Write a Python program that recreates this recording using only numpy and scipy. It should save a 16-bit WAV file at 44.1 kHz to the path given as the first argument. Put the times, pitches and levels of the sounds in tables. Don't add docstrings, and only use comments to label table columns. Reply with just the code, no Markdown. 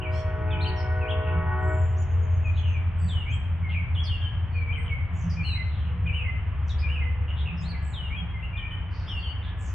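import sys
import numpy as np
from scipy import signal
from scipy.fft import rfft, irfft, next_fast_len
from scipy.io import wavfile

SR = 44100
rng = np.random.default_rng(int(sys.argv[2]) if len(sys.argv) > 2 else 0)


def store_pcm(level_fs):
    pcm = np.round(np.clip(level_fs, -1, 1) * 32767).astype(np.int16)
    wavfile.write(sys.argv[1], SR, np.atleast_2d(pcm).T)


N = 429534
TIME_S = np.arange(N) / SR

# freq_hz, correlation
STEREO_CORRELATION = [(25, 1), (80, 0.87), (250, 0.91), (1000, 0.82), (3000, 0.63), (8000, 1)]
# freq_hz, density_db
ROLL_SPECTRUM = [(20, -17), (25, -11), (48, 3.5), (120, -2.5), (200, -20), (260, -19.5), (340, -25.5),
                 (520, -26.5), (1000, -22.5), (1500, -25.5), (2100, -27), (3100, -32), (3600, -46),
                 (4100, -58), (5200, -64.5), (14000, -94.5)]
# peak_s, level_db
WAGON_BOOMS = [(.58, -40.5), (1.45, -39), (3.031, -40), (3.77, -40), (5.291, -35), (6.001, -41),
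               (7.62, -39.5), (8.199, -41)]
# start_s, pitch_hz, level_db
FLANGE_NOTES = [(4.15, 1650, -56), (6.8, 1665, -56.5), (7.68, 1685, -55.5), (8.55, 1833, -54),
                (9.44, 1703, -55)]
# start_s, pitch_hz, level_db
HOOT_NOTES = [(4.52, 470, -56.5), (5.86, 490, -58), (6.85, 488, -57.5)]

# start_s, length_s, end_hz, fall_ratio (negative rises), level_db
SLUR_NOTES = [(0, 0.097, 2248, 0.43, -42), (0.501, 0.049, 2980, 0.27, -44),
              (0.753, 0.098, 5230, 0.071, -55.5), (0.787, 0.023, 4450, 0.16, -56),
              (1.004, 0.054, 2380, 0.15, -43), (1.058, 0.062, 3455, -0.54, -43),
              (1.103, 0.028, 2672, 0.38, -39), (2.623, .06, 2740, .2, -47.5),
              (2.436, 0.069, 2427, 0.1, -42), (2.726, 0.063, 2307, 0.2, -44), (2.98, 0.16, 4530, .06, -68),
              (3.292, 0.079, 7930, -0.28, -61), (3.615, 0.12, 2082, 0.1, -44.5),
              (3.725, 0.1, 2156, 0.3, -38.5), (3.946, 0.036, 2780, 0.35, -42.5),
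              (4.029, .06, 4320, 0.37, -48), (4.058, .12, 2733, 0.3, -39.5),
              (4.205, 0.095, 3036, 0.1, -41.5), (4.508, 0.13, 4270, 0.1, -68.5),
              (4.752, 0.045, 2061, 0.28, -43), (4.762, 0.11, 8200, 0.01, -70),
              (5.291, 0.04, 4600, 0.32, -52), (5.42, .2, 3968, .085, -43.5),
              (6.063, 0.051, 2525, 0.33, -43.5), (6.688, 0.041, 3250, 0.39, -46),
              (7.717, 0.048, 2034, 0.4, -47.5), (8.333, 0.063, 2072, 0.06, -45),
              (8.564, 0.067, 2944, 0.28, -44.5), (9.059, .16, 2720, 0.33, -40.5),
              (9.218, 0.1, 2940, 0.15, -41)]
# start_s, length_s, top_hz, level_db
CHIP_NOTES = [(0.598, 0.053, 4280, -45), (0.638, 0.046, 3086, -39), (0.646, 0.064, 4570, -48),
              (1.96, 0.077, 7160, -57.5), (2.562, 0.045, 3450, -47.5), (4.715, 0.057, 3197, -45.5),
              (6.777, 0.049, 5230, -53.5)]
# start_s, length_s, start_hz, middle_hz, end_hz, level_db, roughness
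WARBLE_NOTES = [(3.968, 0.054, 2803, 3310, 3220, -39, 0), (4.535, .11, 2470, 2380, 2206, -42.5, 0.3),
                (4.67, 0.056, 2330, 2344, 2530, -39, .3), (4.89, 0.08, 2287, 2176, 2182, -38, .15),
                (4.975, 0.066, 2037, 2196, 2390, -49, 0.62), (7.565, 0.066, 5000, 5180, 4560, -59, 0.7),
                (7.62, 0.063, 3000, 4080, 4420, -52.5, .5), (7.678, .05, 4400, 4460, 3520, -49, 0.5),
                (8.423, 0.031, 2780, 2755, 3010, -41, 0.28), (8.52, 0.084, 2270, 2437, 2330, -44.5, 0.26),
                (8.615, 0.065, 2380, 2377, 2520, -41.5, .1), (8.7, .07, 2870, 3010, 3080, -42.5, .3),
                (9.04, 0.11, 3680, 5450, 4490, -60.5, .3), (9.15, .19, 4540, 4464, 4740, -60, 0.4)]
# offset_s, length_s, start_hz, middle_hz, end_hz, level_db, roughness
SWOOP_PHRASE = [(0, 0.1, 4300, 3160, 3210, -43.5, 0.3), (.055, 0.12, 3076, 2894, 2690, -42.5, 0),
                (.17, .085, 2100, 2400, 2600, -41.5, 0.42), (.235, 0.045, 3120, 3217, 3120, -42, 0.03)]
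ARCH_PHRASE = [(0, 0.068, 2418, 2416, 2244, -40, 0.055), (.055, 0.078, 2156, 2905, 2927, -41, 0.61),
               (.11, .085, 2950, 2650, 2380, -41, .5), (.18, 0.09, 2316, 2059, 2120, -42.5, 0.64)]
# start_s, gain_db
SWOOP_REPEATS = [(3.076, -1), (7.923, -1)]
ARCH_REPEATS = [(5.36, -1.36), (6.051, 0.88), (6.815, -0.31)]
# start_s, length_s, start_hz, end_hz, width_hz, level_db
RASP_CALLS = [(0.458, .2, 2510, 2380, 150, -43.5), (1.232, 0.098, 2735, 2647, 250, -45),
              (1.56, 0.44, 7890, 6660, 120, -63), (2.528, .09, 3610, 3810, 262, -58),
              (2.606, 0.16, 2956, 2564, 199, -46), (2.964, 0.19, 8100, 7400, 170, -58),
              (3.684, 0.073, 3010, 2650, 335, -43), (4.843, .08, 3106, 2573, 204, -45.5),
              (5.663, .3, 3596, 2624, 298.2, -55.5), (7.443, .08, 2840, 2510, 159.6, -39.5),
              (7.81, 0.15, 7960, 7550, 280, -59.5), (5.12, .17, 7230, 5890, 530, -59),
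              (5.28, .11, 5760, 5250, 660, -57), (6.106, .15, 2880, 2550, 218, -45),
              (6.662, 0.077, 6340, 5270, 905, -58), (7.271, .06, 2803, 3095, 171.5, -41.5),
              (7.349, 0.098, 3460, 3320, 219, -46), (7.596, .06, 5870, 8200, 546, -62.5),
              (8.888, 0.2, 4890, 4370, 680, -59), (9.41, 0.12, 3565, 3200, 260.3, -50.5),
              (9.568, 0.18, 8190, 5580, 770, -56.5)]
# harmonic, level_db
SCOLD_PARTIALS = [(3, -55), (4, -60.5), (5, -56), (6, -70), (7, -73), (8, -73.5)]

# time_s, firing_hz, level_db
LEAD_THROTTLE = [(0, 85.84, -24.5), (2.3, 85.78, -18.5), (3.4, 85.3, -23.5), (4.3, 85.2, -21.5),
                 (5.251, 84.56, -24), (5.799, 75.9, -26), (6.248, 73.08, -25), (6.998, 74.6, -21.5),
                 (7.6, 74, -25.5), (8.099, 70.1, -26), (8.6, 62.85, -33.5), (9.74, 65.68, -30)]
# cycle_multiple, level_db
LEAD_ORDERS = [(6, -21), (7, -10.5), (8, 2), (10, -16.5), (11, -16.5)]
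SECOND_ORDERS = [(8, -51.5), (9, -40), (10, -44), (11, -36.5), (12, -43)]
# time_s, level_db
SECOND_LEVEL = [(0, -3), (5, 3), (7.5, -2), (9, -2.5)]
# time_s, level_db
EXHAUST_LEVEL = [(0, -39.5), (2.5, -34.5), (5, -34), (7, -36), (9.74, -44.5)]
# freq_hz, density_db
EXHAUST_SPECTRUM = [(30, -33.5), (44, -10.5), (55, -7.5), (66, -7), (85, -2.5), (105, -4), (135, -11),
                    (190, -22), (270, -42.5), (600, -62.5)]

# pitch_hz, level_db, dip_time_s, dip_rate_hz, dip_depth
HORN_PARTIALS = [(313, -49.5, .88, 1.45, .35), (372.5, -45, 1.3, 1.2, .35), (430.6, -48, .82, 1.4, .35),
                 (491, -51, .57, 1, .65), (627, -40, .68, 1.22, .6), (744.6, -48, .45, 1.07, .35),
                 (859.5, -48, 1.03, 1.15, .5), (939.2, -55, .6, 1.3, .4), (981.3, -48.3, .3, 1.6, .25),
                 (1055, -56, .7, .8, .5), (1117, -49.5, .7, .75, .65), (1290.6, -52, 1.03, .87, .5),
                 (1472.7, -47, 0, 0, 0), (1488.9, -45.4, 0, 0, 0), (1878.3, -47, .6, 1.6, .3),
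                 (2234, -54, 0, 0, 0)]
# delay_s, level_db
SLOPE_ECHOES = [(.13, -12), (.31, -15), (.6, -20)]


def gain_of(db):
    return 10 ** (np.asarray(db) / 20)


def unit_rms(x):
    return x / np.sqrt(np.mean(x ** 2) + 1e-20)


def at_freq(table, hz):
    freq_hz, value = np.transpose(table)
    return np.interp(np.log(hz + 1e-6), np.log(freq_hz), value)


def phase_of(hz):
    return 2 * np.pi * np.cumsum(hz) / SR


def add(mix, start_s, sound):
    part = mix[..., max(round(start_s * SR), 0):][..., :sound.shape[-1]]
    part += sound[..., :part.shape[-1]]


def drift(rate_hz, size=N):
    points, grid_hz = 8192, 800
    spectrum = np.fft.rfft(rng.standard_normal(points))
    slow = irfft(spectrum * np.exp(-(np.fft.rfftfreq(points, 1 / grid_hz) / rate_hz) ** 2))
    return np.interp(TIME_S[:size], np.arange(points) / grid_hz, unit_rms(slow))


def noise(colour_db):
    size = next_fast_len(N)
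    hz = np.fft.rfftfreq(size, 1 / SR)
    left, other = rfft(rng.standard_normal((2, size)))
    correlation = np.clip(at_freq(STEREO_CORRELATION, hz), -1, 1)
    right = correlation * left + np.sqrt(1 - correlation ** 2) * other
    return unit_rms(irfft(np.array([left, right]) * gain_of(colour_db(hz)), size)[:, :N])


def scatter(x, t60_s, build_s, echoes_per_s=2500):
    t = TIME_S[:4 * SR]
    taps = rng.standard_normal((2, len(t))) * (rng.random((2, len(t))) < echoes_per_s / SR)
    tail = taps * gain_of(-60 * t / t60_s) * (1 - np.exp(-t / build_s))
    tail /= np.linalg.norm(tail, axis=1, keepdims=True)
    return signal.fftconvolve(np.atleast_2d(x), tail, axes=1)[:, :N]


def soft_tones(notes, length_s, waver_rad, waver_hz, taper):
    t, out = TIME_S[:int(length_s * SR)], np.zeros(N)
    for start_s, hz, db in notes:
        phase = 2 * np.pi * hz * t + waver_rad * drift(waver_hz, len(t))
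        add(out, start_s, gain_of(db) * np.sqrt(2) * np.sin(phase) * signal.windows.tukey(len(t), taper))
    return out + gain_of(-11) * scatter(out, t60_s=1, build_s=.02)


def wagons(roll_db=-36, drone_db=-50, boom_hz=168, width_hz=13, boom_s=.15):
    roll = noise(lambda f: at_freq(ROLL_SPECTRUM, f)) * gain_of(roll_db + .5 * drift(11))
    booms = sum(gain_of(db) * np.exp(-((TIME_S - peak_s) / boom_s) ** 2) for peak_s, db in WAGON_BOOMS)
    hollow = noise(lambda f: -25 * np.log10(1 + ((f - boom_hz) / width_hz) ** 2))
    return roll + hollow * (booms + gain_of(drone_db))


def flanges():
    return soft_tones(FLANGE_NOTES, length_s=.27, waver_rad=.31, waver_hz=25, taper=.32)


def hoots():
    return soft_tones(HOOT_NOTES, length_s=.44, waver_rad=.5, waver_hz=11, taper=.11)


def whistle(length_s, start_hz, middle_hz, end_hz, db, roughness, beak_low_hz=8200, beak_high_hz=11500):
    size = int(length_s * SR)
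    progress = np.linspace(0, 1, size)
    glide_hz = np.polyval(np.polyfit([0, .5, 1], [start_hz, middle_hz, end_hz], 2), progress)
    hz = glide_hz * (1 + .009 * drift(40, size))
    warble = .11 * roughness * (1 - progress) ** 2 * drift(300, size)
    phase = phase_of(hz * (1 + warble))
    pulsing_db = 6 * length_s * drift(20, size)
    flutter_db = (.84 + 1.4 * roughness) * drift(89, size)
    envelope = signal.windows.tukey(size, .55) * gain_of(flutter_db + pulsing_db)
    overtones = 0
    for k in (2, 3, 4):
        beak_loss = 1 + (beak_low_hz / (k * hz)) ** 16 + (k * hz / beak_high_hz) ** 6
        overtones += np.sin(k * phase) / beak_loss / (k - 1) ** 2.6
    overtone_db = -25 + .39 * (db + 51.5)
    return gain_of(db) * unit_rms(envelope * (np.sin(phase) + gain_of(overtone_db) * overtones))


def song_notes():
    notes = []
    for start_s, length_s, hz, fall, db in SLUR_NOTES:
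        roughness = 2.2 * max(fall, 0)
        notes.append((start_s, length_s, hz * (1 + fall), hz * (1 + .22 * fall), hz, db, roughness))
    for start_s, length_s, hz, db in CHIP_NOTES:
        notes.append((start_s, length_s, .63 * hz, hz, .63 * hz, db, .27))
    notes += WARBLE_NOTES
    for phrase, repeats in ((SWOOP_PHRASE, SWOOP_REPEATS), (ARCH_PHRASE, ARCH_REPEATS)):
        for start_s, gain_db in repeats:
            for offset_s, *glide, db, roughness in phrase:
                notes.append((start_s + offset_s, *glide, db + gain_db, roughness))
    return notes


def rasp(length_s, start_hz, end_hz, width_hz, db, warble=.024, pulse_hz=95, pulse_depth=.65, core_db=-3):
    size = int(length_s * SR)
    hz = np.linspace(start_hz, end_hz, size) * (1 + warble * drift(70, size))
    offset_hz = np.fft.fftfreq(size, 1 / SR)
    white = np.fft.fft(rng.standard_normal(size) + 1j * rng.standard_normal(size))
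    hiss = np.fft.ifft(white / (1 + (offset_hz / width_hz / 2) ** 2) ** 2)
    voice = ((hiss / hiss.std() + gain_of(core_db)) * np.exp(1j * phase_of(hz))).real
    pulses = 1 + pulse_depth * np.sin(phase_of(pulse_hz * (1 + .39 * drift(40, size))))
    return gain_of(db) * unit_rms(voice * pulses * signal.windows.tukey(size, .7))


def trill(start_s=2.04, count=6, notes_per_s=8.3, pitch_hz=6500, spread=.022):
    out = np.zeros(N)
    for k, hz in enumerate(pitch_hz * (1 + spread * rng.standard_normal(count))):
        note = rasp(length_s=.13, start_hz=1.045 * hz, end_hz=hz, width_hz=99, db=-71, warble=.012)
        add(out, start_s + k / notes_per_s, note)
    return out


def scold(length_s=.14, pitch_hz=1122, rise_s=.044):
    t = TIME_S[:int(length_s * SR)]
    scoop = .2 * np.exp(-t / rise_s)
    waver = .013 * drift(50, len(t)) + .03 * drift(350, len(t))
    phase = phase_of(pitch_hz * (1 - scoop + waver))
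    partials = sum(gain_of(db) * np.sin(round(k) * phase) for k, db in SCOLD_PARTIALS)
    return np.sqrt(2) * signal.windows.tukey(len(t), .7) * partials


def grove(calls):
    branches = gain_of(1) * scatter(calls, t60_s=.14, build_s=.013)
    low = signal.sosfilt(signal.butter(6, 3500, fs=SR, output="sos"), calls)
    high = signal.sosfilt(signal.butter(3, [3600, 8500], "band", fs=SR, output="sos"), calls)
    blurred = (signal.hilbert(high, next_fast_len(N))[:, :N] * np.exp(1j * drift(160))).real
    trunks = gain_of(-1.5) * scatter(low, t60_s=.87, build_s=.024)
    leaves = gain_of(-7) * scatter(blurred, t60_s=.65, build_s=.03)
    return branches + trunks + leaves


def birds(whistle_gain_db=-2, rasp_gain_db=-5, scold_gain_db=-3, scold_start_s=.1):
    calls = np.zeros((2, N))
    for start_s, *note in song_notes():
        pan_db = rng.normal(.5, .5) * np.array([[1], [-1]])
        add(calls, start_s, gain_of(whistle_gain_db + pan_db) * whistle(*note))
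    for start_s, *call in RASP_CALLS:
        add(calls, start_s, gain_of(rasp_gain_db) * rasp(*call))
    calls += trill()
    add(calls, scold_start_s, gain_of(scold_gain_db) * scold())
    return calls + grove(calls)


def engine(orders, cycle_hz, throb_db):
    phase, out = phase_of(cycle_hz * np.ones(N)), np.zeros(N)
    for k, db in orders:
        out += gain_of(db + throb_db * drift(.72)) * np.sin(round(k) * phase + 2 * np.pi * rng.random())
    return np.sqrt(2) * out


def diesels(cylinders=8, lead_gain_db=-8, second_cycle_hz=8.333, pan_db=.5):
    time_s, *columns = np.transpose(LEAD_THROTTLE)
    firing_hz, lead_db = (np.interp(TIME_S, time_s, column) for column in columns)
    lead = engine(LEAD_ORDERS, firing_hz / cylinders, throb_db=.76) * gain_of(lead_db + lead_gain_db)
    second = engine(SECOND_ORDERS, second_cycle_hz, throb_db=1.6)
    second *= gain_of(np.interp(TIME_S, *np.transpose(SECOND_LEVEL)))
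    exhaust = noise(lambda f: at_freq(EXHAUST_SPECTRUM, f) - 40 * np.log10(1 + (f / 900) ** 2))
    exhaust *= gain_of(np.interp(TIME_S, *np.transpose(EXHAUST_LEVEL)))
    return (lead + second + exhaust) * gain_of([[pan_db], [-pan_db]])


def hills(direct):
    mids = signal.sosfilt(signal.butter(1, [420, 850], "band", fs=SR, output="sos"), direct.mean(0))
    echoes = np.zeros(N)
    for delay_s, db in SLOPE_ECHOES:
        path_s = delay_s + .0004 * drift(3.5)
        echoes += gain_of(db - 1 + 2.5 * drift(33)) * np.interp(TIME_S - path_s, TIME_S, mids, left=0)
    return echoes + gain_of(-8.5) * scatter(mids, t60_s=6, build_s=.021)


def horn_pressure(t, open_s, shut_s, peak_db, attack_s=.066, swell_db_per_s=4, release_db_per_s=88):
    slope_db = np.minimum(swell_db_per_s * (t - shut_s), release_db_per_s * (shut_s - t))
    return np.clip((t - open_s) / attack_s, 0, 1) * gain_of(peak_db + slope_db)


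def horn(toot_hz=435, toot_width_hz=44, rush_hz=1050, rush_gain_db=-51):
    size = 3 * SR
    t, out = TIME_S[:size], np.zeros((2, N))
    blast = horn_pressure(t, open_s=-.2, shut_s=1.734, peak_db=1.84)
    toot = horn_pressure(t, open_s=2.06, shut_s=2.26, peak_db=-1)
    for hz, db, dip_s, dip_hz, depth in HORN_PARTIALS:
        waver_rad = hz / 1000 * (.35 * drift(2, size) + .16 * drift(25, size))
        fading_db = .75 * drift(1.5, size) + 2.25 * drift(9, size)
        stereo_rad = rng.choice([-.33, .33]) * np.array([[1], [-1]])
        tone = np.exp(1j * (2 * np.pi * hz * t + waver_rad + stereo_rad))
        ground = 1 - depth * np.exp(2j * np.pi * dip_hz * (t - dip_s))
        brass_db = 1.5 * (blast - 1) * np.log2(hz / 500)
        envelope = blast + toot / (1 + ((hz - toot_hz) / toot_width_hz) ** 2)
        add(out, 0, np.sqrt(2) * gain_of(db + brass_db + fading_db) * envelope * (ground * tone).real)
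    rush = noise(lambda f: -20 * np.log10(1 + np.log2((f + 1) / rush_hz) ** 10))
    add(out, 0, gain_of(rush_gain_db) * blast * rush[:, :size])
    return out + hills(out)


def scene():
    return diesels() + wagons() + horn() + hoots() + flanges() + birds()


def record(dry, right_lead_rad=.27, cutoff_hz=14400):
    rotation = np.exp(.5j * right_lead_rad * np.array([[-1], [1]]))
    pair = (signal.hilbert(dry, next_fast_len(N))[:, :N] * rotation).real
    lowpass = signal.firwin(511, cutoff_hz, window=("kaiser", 9), fs=SR)
    return signal.oaconvolve(pair, lowpass[None], "same")


dry = scene()
out = record(dry)
store_pcm(out)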